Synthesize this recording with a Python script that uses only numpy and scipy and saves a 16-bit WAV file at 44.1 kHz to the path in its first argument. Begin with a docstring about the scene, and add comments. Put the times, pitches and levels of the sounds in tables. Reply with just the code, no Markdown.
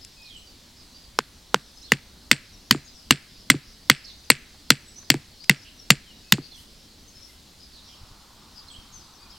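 """In a wood, far birds sing over a faint hush, heard by a stereo microphone close to a wooden stake. From 1.2 s
the back of a hatchet drives the stake into the soil: the first blows find it loose and wobbling, the later ones
gripped. Each is a noise burst ringing stake and steel, with a soil thud that sinks in pitch; the sharp front of
each knock echoes off the trunks; the hard blows overload the input. After 6.4 s the hammering is over and
birds, rustles and low bumps remain; at 7.7 s a distant rush, a soft band of noise, sets in and stays to the
end."""
import sys
import numpy as np
from scipy import signal
from scipy.io import wavfile
from scipy.ndimage import uniform_filter1d

SR = 44100
rng = np.random.default_rng(int(sys.argv[2]) if len(sys.argv) > 2 else 0)


def waveform_to_disk(signal):
    """Save audio, clipped to [-1, 1], as 16-bit WAV at the path in sys.argv[1]."""
    frames = np.transpose(np.atleast_2d(signal))
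    scaled = np.clip(frames, -1, 1) * 32767
    samples = np.round(scaled).astype(np.int16)
    wavfile.write(sys.argv[1], SR, samples)


N = 413658  # samples, about 9.4 s

# Hush of the wood, relative spectrum: pitch_hz, density_db (per Hz)
HUSH = [(15, -34), (25, 3), (70, 0), (123, -10.5), (223, -5.5), (394, -14.5), (451, -16.5), (1650, -21),
        (2480, -21), (4250, -13), (4870, -16.5), (8830, -24.5), (14800, -29.5), (16000, -37)]
# How alike the hush is left and right: pitch_hz, likeness (1 = same)
LIKENESS = [(60, 0.98), (180, 1), (550, 0.83), (1650, 0.65), (4970, 0.96), (15000, 0.09)]
# Far birds blurred together, level over time: time_s, level_db
CHORUS = [(0.0, -59.5), (1.38, -69.5), (1.77, -59), (2.04, -64.5), (4.18, -56.5), (4.39, -62.5),
          (6.4, -59.5), (7.5, -65), (7.86, -55), (8.18, -64.5), (9.38, -63)]
# Bird notes that stand out: start_s, length_s, start_hz, end_hz, level_db, bird
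NOTES = [(0., .06, 5200, 5010, -53, "far high"), (0.149, 0.16, 2576, 2417, -56.5, "low"),
         (.219, .028, 5320, 5080, -52, "warbler"), (.234, 0.091, 4640, 3360, -50.5, "far warbler"),
         (0.28, 0.13, 3450, 2760, -50, "warbler"), (0.36, 0.03, 7680, 7900, -56.5, "far high"),
         (0.451, 0.065, 4560, 4830, -56, "warbler"), (0.748, 0.095, 5180, 4800, -55, "far warbler"),
         (0.928, 0.089, 4650, 4900, -54, "warbler"), (1.034, 0.032, 4770, 4580, -53.5, "warbler"),
         (1.765, 0.037, 5100, 5180, -52, "high"), (1.81, 0.029, 4770, 6700, -51.5, "far warbler"),
         (1.824, 0.05, 3840, 4560, -47.5, "warbler"), (1.848, 0.086, 3980, 2970, -56, "far warbler"),
         (2.516, 0.05, 6140, 5260, -56.5, "high"), (2.843, 0.046, 6840, 6270, -54.5, "high"),
         (2.863, .045, 4870, 5100, -54.5, "far high"), (2.922, 0.1, 5970, 4820, -57, "far high"),
         (4.038, 0.025, 4500, 5600, -44, "far warbler"), (4.043, 0.092, 4590, 3630, -48, "far warbler"),
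         (4.241, .017, 6400, 5850, -56, "high"), (4.847, 0.063, 7660, 8050, -56, "high"),
         (4.956, 0.045, 5820, 6210, -44, "warbler"), (5.384, 0.083, 4270, 5220, -52, "far high"),
         (5.611, 0.033, 4160, 6200, -54.5, "high"), (5.643, .06, 2820, 3030, -52, "far warbler"),
         (5.785, .053, 5740, 5270, -50.5, "high"), (6.05, .086, 3300, 2750, -56, "low"),
         (6.224, 0.11, 2550, 2586, -62, "low"), (6.413, 0.066, 4570, 4480, -50.5, "far high"),
         (6.511, 0.02, 4400, 4170, -47.5, "warbler"), (6.522, 0.05, 3540, 3260, -50.5, "warbler"),
         (6.569, 0.049, 2810, 3255, -55.5, "warbler"), (7.069, .044, 6070, 6570, -56.5, "high"),
         (7.136, 0.074, 5170, 5330, -54, "high"), (7.2, .076, 5610, 5270, -52, "far high"),
         (7.275, .041, 2210, 1956, -61, "low"), (7.589, .067, 5000, 5000, -55, "far high"),
         (7.713, .1, 4800, 3620, -53.5, "far warbler"), (7.867, 0.097, 3600, 2960, -56, "far warbler"),
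         (8.552, .06, 5120, 4660, -49.5, "far high"), (8.672, 0.031, 4170, 4310, -48.5, "warbler"),
         (8.698, 0.024, 3430, 3140, -44.5, "warbler"), (8.7, 0.041, 8100, 7670, -57, "far high"),
         (8.733, 0.045, 2890, 3300, -47.5, "warbler"), (8.919, 0.079, 6650, 5700, -49, "high"),
         (8.988, .07, 5400, 4590, -56.5, "high"), (9.126, .06, 6260, 5000, -60, "far high"),
         (9.18, .075, 4700, 4600, -56, "high"), (9.192, .095, 2510, 2420, -64.5, "low"),
         (9.299, 0.021, 4500, 5680, -49, "high"), (9.308, 0.023, 5650, 4780, -47.5, "high"),
         (9.312, 0.073, 3370, 2950, -61, "low")]
# Where each bird sits, by bird: blur_hz (from distance), left_right_db (positive = left)
PERCHES = {"low": (34, 6), "warbler": (110, -5), "far warbler": (410, -5.5), "high": (75, 7),
           "far high": (280, 12)}
# Small ticks and plops near by: start_s, peak_db, centre_hz
TICKS = [(0.049, -25, 6200), (.22, -42, 8000), (4.544, -47.5, 660), (5.029, -46, 1700), (5.442, -30, 4400),
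         (6.523, -50, 673)]
# Low bumps: centre_s, level_db, direction (1 = push, -1 = pull)
BUMPS = [(8.017, -39, -1), (8.036, -35, 1), (8.115, -37.5, -1), (8.789, -38, 1)]
# Brief treble rustles: centre_s, spread_s, level_db
RUSTLES = [(6.6, 0.034, -56.5), (7.3, 0.055, -63)]
# Ringing of the wood around: pitch_hz, t60_s
WOOD_T60 = [(200, .12), (800, 0.12), (2000, 0.7), (4000, 0.44), (8000, 0.3), (14000, .1)]
# Scatter off what lies near: pitch_hz, t60_s
LITTER_T60 = [(1000, 0.026), (3000, 0.1), (8000, 0.14), (14000, 0.036)]
# Colour of both scatter tails: pitch_hz, level_db
ECHO_COLOUR = [(500, -32), (1300, -4.5), (2000, -5), (3200, -4), (5000, -3), (6500, -3.5), (8500, 1.5),
               (14000, -14)]
# Single echoes off trunks and the ground: delay_s, level_db
ECHOES = [(.0079, -24.5), (0.0163, -16), (0.0206, -27), (.024, -33), (0.034, -37), (.0505, -32.5),
          (.066, -41)]
# Blows of the hatchet: start_s, knock_peak_db (before overload), brightness_db (per octave), thud_db,
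# thud_hz (nominal)
BLOWS = [(1.189, -0.5, 1, -33, 243), (1.544, 1.5, 0.5, -24.5, 190), (1.92, 7, -3, -17, 213),
         (2.314, 12, 1, -16.5, 258.9), (2.71, 11, 5, -13.5, 244), (3.108, 13, 1, -12.5, 264),
         (3.501, 11, 3, -12, 260), (3.899, 14, -0.5, -15, 252), (4.302, 14, -0.5, -15.5, 262),
         (4.704, 11.5, 2, -12.5, 261), (5.102, 9.5, 3, -13.5, 274.5), (5.496, 11, -1.5, -12.5, 198),
         (5.904, 11, 2.5, -11.5, 191), (6.323, 8.5, 5.5, -12, 191)]
# The head drops back on the stake after some blows: start_s, knock_peak_db, wobble_db (sideways), thud_db
REBOUNDS = [(2.7478, -20, 14, -20.5), (3.542, -31, 20, -19.5), (5.142, -13, 0, -18), (6.383, -28, 22, -25)]
# Stake modes along the grain, nominal: pitch_hz, level_db, t60_s
STAKE = [(2055, 6.5, 0.0087), (2684, 4, 0.0061), (3050, 3.5, 0.0014), (4277, 1, 0.0064),
         (5526, -9.5, 0.0023), (6980, -8, 0.0088), (11000, -20.5, .006), (13000, -14, .005)]
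# Bending of the stake's free end, nominal: pitch_hz, level_db, t60_s
WOBBLE = [(473.6, -3.5, 0.017), (970, 0.5, 0.007), (1404, 1, 0.0065)]
# Modes of the hatchet head, nominal: pitch_hz, level_db, t60_s
STEEL = [(7320, -27, 0.054), (8070, -21, 0.036)]

HUSH_DB = -51
RUSH_START_S, RUSH_RISE_S, RUSH_DB = 7.69, 0.33, -60
# The loose stake bends sideways until the soil grips it
LOOSE_WOBBLE_DB, SETTLED_WOBBLE_DB = 19, -7.5
SETTLE_S, SETTLE_SPREAD_S = 1.8, 0.082
LOOSE_CONTACT_MS, CONTACT_MS = 0.64, 1.18
STAKE_PITCH = 1.014  # factor on the stake's mode pitches
REBOUND_TILT_DB, REBOUND_PITCH = -5.5, .86  # dB per octave, pitch factor
REBOUND_CONTACT_MS, REBOUND_THUD_HZ = 1.3, 305
EDGE_HZ = 16180  # upper band limit


def gain_of(db):
    """Decibels to gain."""
    return 10 ** (np.asarray(db) / 20)


def evened(x):
    """Scales to rms 1."""
    return x / np.sqrt(np.mean(x ** 2) + 1e-20)


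def read(points, hz):
    """Reads a spectrum table on a log-frequency axis."""
    f, value = np.transpose(points)
    return np.interp(np.log(hz + 1), np.log(f + 1), value)


def add(mix, s, sound):
    """Adds a sound at time s."""
    part = mix[..., round(s * SR):][..., :sound.shape[-1]]
    part += sound[..., :part.shape[-1]]


def sides(db):
    """Left and right gains for a level difference."""
    return gain_of([[db / 2], [-db / 2]])


def band(x, lo_hz, hi_hz):
    """Gentle band-pass."""
    edges = [lo_hz, min(hi_hz, SR / 2.1)]
    return signal.sosfilt(signal.butter(2, edges, "band", fs=SR, output="sos"), x)


def level(curve):
    """Gain over time from rows of time_s, level_db."""
    return gain_of(np.interp(np.arange(N) / SR, *np.transpose(curve)))


def hush():
    """Air in the crowns and microphone hiss: shaped stereo noise drifting in faint patches."""
    frames, hz = N // 256 + 5, np.fft.rfftfreq(1024, 1 / SR)
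    a, b, c, d, patches = rng.standard_normal((frames, 513, 5)).T
    patches = evened(uniform_filter1d(uniform_filter1d(patches, 12, 0), 14, 1))
    same = np.clip(read(LIKENESS, hz), -1, 1)[:, None]
    left = a + 1j * b
    right = same * left + np.sqrt(1 - same ** 2) * (c + 1j * d)
    colour_db = read(HUSH, np.minimum(hz, 14800))[:, None]
    z = np.array([left, right]) * gain_of(colour_db + 1.1 * patches)
    noise = signal.istft(z, nperseg=1024, noverlap=768)[1][:, :N]
    return gain_of(HUSH_DB) * evened(noise)


def rush():
    """A soft, distant band of noise that comes in late and stays."""
    noise = band(band(rng.standard_normal(N), 730, 1340), 700, 2200)
    rise = np.clip((np.arange(N) / SR - RUSH_START_S) / RUSH_RISE_S, 0, 1)
    return gain_of(RUSH_DB) * evened(noise) * rise


def tail(decays, start_s, likeness, grain_db):
    """Scatter from many surfaces: stereo noise that dies band by band, left energy 1."""
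    a, b = rng.standard_normal((2, 2, SR // 2))
    noise = likeness * a[0] + np.sqrt(1 - likeness ** 2) * b
    hz, t, z = signal.stft(noise, SR, nperseg=128)
    decay_db = -60 * t / read(decays, hz)[:, None]
    z = z * gain_of(read(ECHO_COLOUR, hz)[:, None] + decay_db)
    out = signal.istft(z, SR, nperseg=128)[1]
    n = np.arange(out.shape[1])
    out = out * np.clip(n / (start_s * SR), 0, 1) ** 2
    # level grain: single strong reflectors
    grain = gain_of(grain_db * evened(uniform_filter1d(b[1], size=40)))
    out = out * grain[n % b.shape[1]]
    return out / np.linalg.norm(out[0])


def note(length, start_hz, end_hz, blur_hz):
    """A whistle gliding between two pitches; distance smears it into a narrow noise."""
    n = round(length * SR)
    r = np.exp(-np.pi * 1.7 * blur_hz / SR)
    smear = [1, 1j] @ rng.standard_normal((2, 9000))
    for _ in range(2):
        smear = signal.lfilter([1 - r], [1, -r], smear)
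    smear = smear[-n:]  # the filters have settled here
    smear = smear / np.sqrt(np.mean(abs(smear) ** 2))
    smear = smear + 60 / blur_hz  # steady part: the less blur, the cleaner the tone
    turns = np.cumsum(np.linspace(start_hz, end_hz, n)) / SR
    whistle = (smear * np.exp(2j * np.pi * turns)).real
    return evened(whistle) * signal.windows.tukey(n, .6)


def birds():
    """Single notes stand out of a dense chorus of far ones; both ring on among the trunks."""
    near, far = np.zeros((2, 2, N))
    for s, length, start_hz, end_hz, db, bird in NOTES:
        blur_hz, side_db = PERCHES[bird]
        add(near, s, gain_of(db) * sides(side_db) * note(length, start_hz, end_hz, blur_hz))
    for when, high, glide, long, loud, side in rng.random((900, 6)):
        hz = 4600 + 1500 * (high + loud - 1) + 300 * glide
        whistle = note(0.025 + 0.088 * long, hz, hz * (1.1 - .3 * glide), 200)
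        add(far, when * N / SR, gain_of(9 * loud) * sides(8. * (side - .5)) * whistle)
    song = near + evened(far) * level(CHORUS)
    ringing = signal.fftconvolve(song.mean(0)[None], tail(WOOD_T60, .012, .3, 2.), axes=1)[:, :N]
    return song + .45 * ringing


def small_sounds():
    """Ticks and plops are dying noise snaps, bumps are single low pulses, rustles swells of treble noise."""
    out, t = np.zeros(N), np.arange(1500) / SR
    for s, db, hz in TICKS:
        cycles = hz * t
        snap = band(rng.standard_normal(len(t)) * np.exp(-cycles / 8.2), hz * 0.44, hz * 1.4)
        add(out, s, gain_of(db) * snap / abs(snap).max())
    for s, db, sign in BUMPS:
        u = (t - .012) / 0.0023
        pulse = (1 - 0.29 * u ** 2) * np.exp(-u ** 2 / 2)
        add(out, s - .012, np.sign(sign) * gain_of(db) * pulse)
    fizz = evened(band(rng.standard_normal(N), 5876, 12900))
    for s, spread, db in RUSTLES:
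        swell = np.exp(-((np.arange(N) / SR - s) / spread) ** 2 / 2)
        out += gain_of(db) * swell * fizz
    return out


def thud(db, hz):
    """The soil answers late, and its lowest waves come last, so the pitch sinks."""
    t = np.arange(6000) / SR
    u = t * hz / 1.75  # slower waves peak later
    turns = np.cumsum(hz * (.8 + .45 * np.exp(-u / 1.2))) / SR
    first = u ** 4 * np.exp(4 - 4 * u) * np.sin(2 * np.pi * (turns + .75))
    hum = 3.2 * np.sin(2 * np.pi * (140 * t + rng.random()))
    rumble = 10.0 * band(rng.standard_normal(len(t)), 100, 310)
    arrival = np.minimum(t / .017, 1) ** 3
    late = (hum + rumble) * arrival * gain_of(-60 * t / 0.093)
    return gain_of(db) * (first + 0.47 * late)


def ring(modes, t, pitch):
    """Dying sines; each blow lands a little elsewhere and drives them differently."""
    hz, db, t60 = np.transpose(modes)[:, :, None]
    db = db + 0.86 * rng.standard_normal(hz.shape)
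    hz = hz * (1 + 0.03 * rng.standard_normal(hz.shape))
    return (gain_of(db - 60 * t / t60) * np.sin(2 * np.pi * hz * pitch * t)).sum(0)


def tilted(modes, tilt_db):
    """Brightens modes by tilt_db per octave about 2 kHz."""
    return [(hz, db + tilt_db * np.log2(hz / 2000), t60) for hz, db, t60 in modes]


def knock(db, wobble_db, tilt_db, pitch, contact_ms):
    """Steel crushes end grain for a millisecond or two; stake and head ring briefly."""
    t = np.arange(2500) / SR
    u = t * 1000 / contact_ms
    crush = rng.standard_normal(len(t)) * np.minimum(u / 0.11, 1) * np.exp(-u ** 1.2)
    crush[8] += 2.5  # the first touch
    bend = gain_of(wobble_db) * ring(WOBBLE, t, pitch)
    body = ring(tilted(STAKE, tilt_db), t, pitch) + ring(tilted(STEEL, tilt_db), t, 1)
    struck = band(signal.fftconvolve(crush, body)[:len(t)], 1300, SR / 2)
    sideways = np.linalg.norm(crush) * np.roll(bend, shift=8)  # starts at the first touch
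    fibres = band(rng.standard_normal(len(t)), 1300, 4900) * np.minimum(u / 1.2, 1) * gain_of(-5. * u)
    sound = evened(struck + sideways) + gain_of(-9.0 + 2 * tilt_db) * evened(fibres)
    sound = band(sound, 500, SR / 2)  # a thin stake moves little air at low pitch
    front = (body + bend)[:60] * np.hanning(120)[60:]  # only the loud front carries far
    return gain_of(db) * sound / abs(sound).max(), gain_of(db) * front / abs(front).max()


def strokes():
    """Every touch of steel on wood: blows by how firmly the stake sits, then rebounds."""
    rows = []
    for s, db, tilt_db, thud_db, thud_hz in BLOWS:
        loose = 1 / (1 + np.exp((s - SETTLE_S) / SETTLE_SPREAD_S))  # 1 loose, 0 gripped
        wobble_db = SETTLED_WOBBLE_DB + (LOOSE_WOBBLE_DB - SETTLED_WOBBLE_DB) * loose
        contact_ms = CONTACT_MS + (LOOSE_CONTACT_MS - CONTACT_MS) * loose
        rows.append((s, (db, wobble_db, tilt_db, STAKE_PITCH, contact_ms), (thud_db, thud_hz)))
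    for s, db, wobble_db, thud_db in REBOUNDS:
        touch = (db, wobble_db, REBOUND_TILT_DB, REBOUND_PITCH, REBOUND_CONTACT_MS)
        rows.append((s, touch, (thud_db, REBOUND_THUD_HZ)))
    return rows


def hammering():
    """Knocks and thuds close by, single echoes, and scatter from near litter and the far wood."""
    knocks, cracks, thuds = np.zeros((3, N))
    for s, touch, soil in strokes():
        sound, front = knock(*touch)
        add(knocks, s - .0003, sound)
        add(cracks, s, front)
        add(thuds, s, thud(*soil))
    echoes = np.zeros(N)
    thinned = band(band(cracks, 2100, 6000), 1500, 7100)  # trunks return little bass
    for delay, db in ECHOES:
        add(echoes, delay, gain_of(db) * thinned)
    far = gain_of(-33.0) * tail(WOOD_T60, .02, .85, 1.5)
    near = gain_of(-18.0) * tail(LITTER_T60, .005, 1.0, 4.)
    scattered = signal.fftconvolve(cracks[None], near + far, axes=1)[:, :N]
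    return knocks + thuds + echoes + scattered


def scene():
    """Everything at the microphone, from the background to the stake."""
    return hush() + rush() + birds() + small_sounds() + hammering()


def record(dry):
    """The input overloads flat on the loud blows; then the band limit."""
    overloaded = np.clip(dry, -.95, .95)
    low_pass = signal.firwin(511, EDGE_HZ, window=("kaiser", 9), fs=SR)
    return signal.oaconvolve(overloaded, low_pass[None], "same")


dry = scene()
out = record(dry)
waveform_to_disk(out)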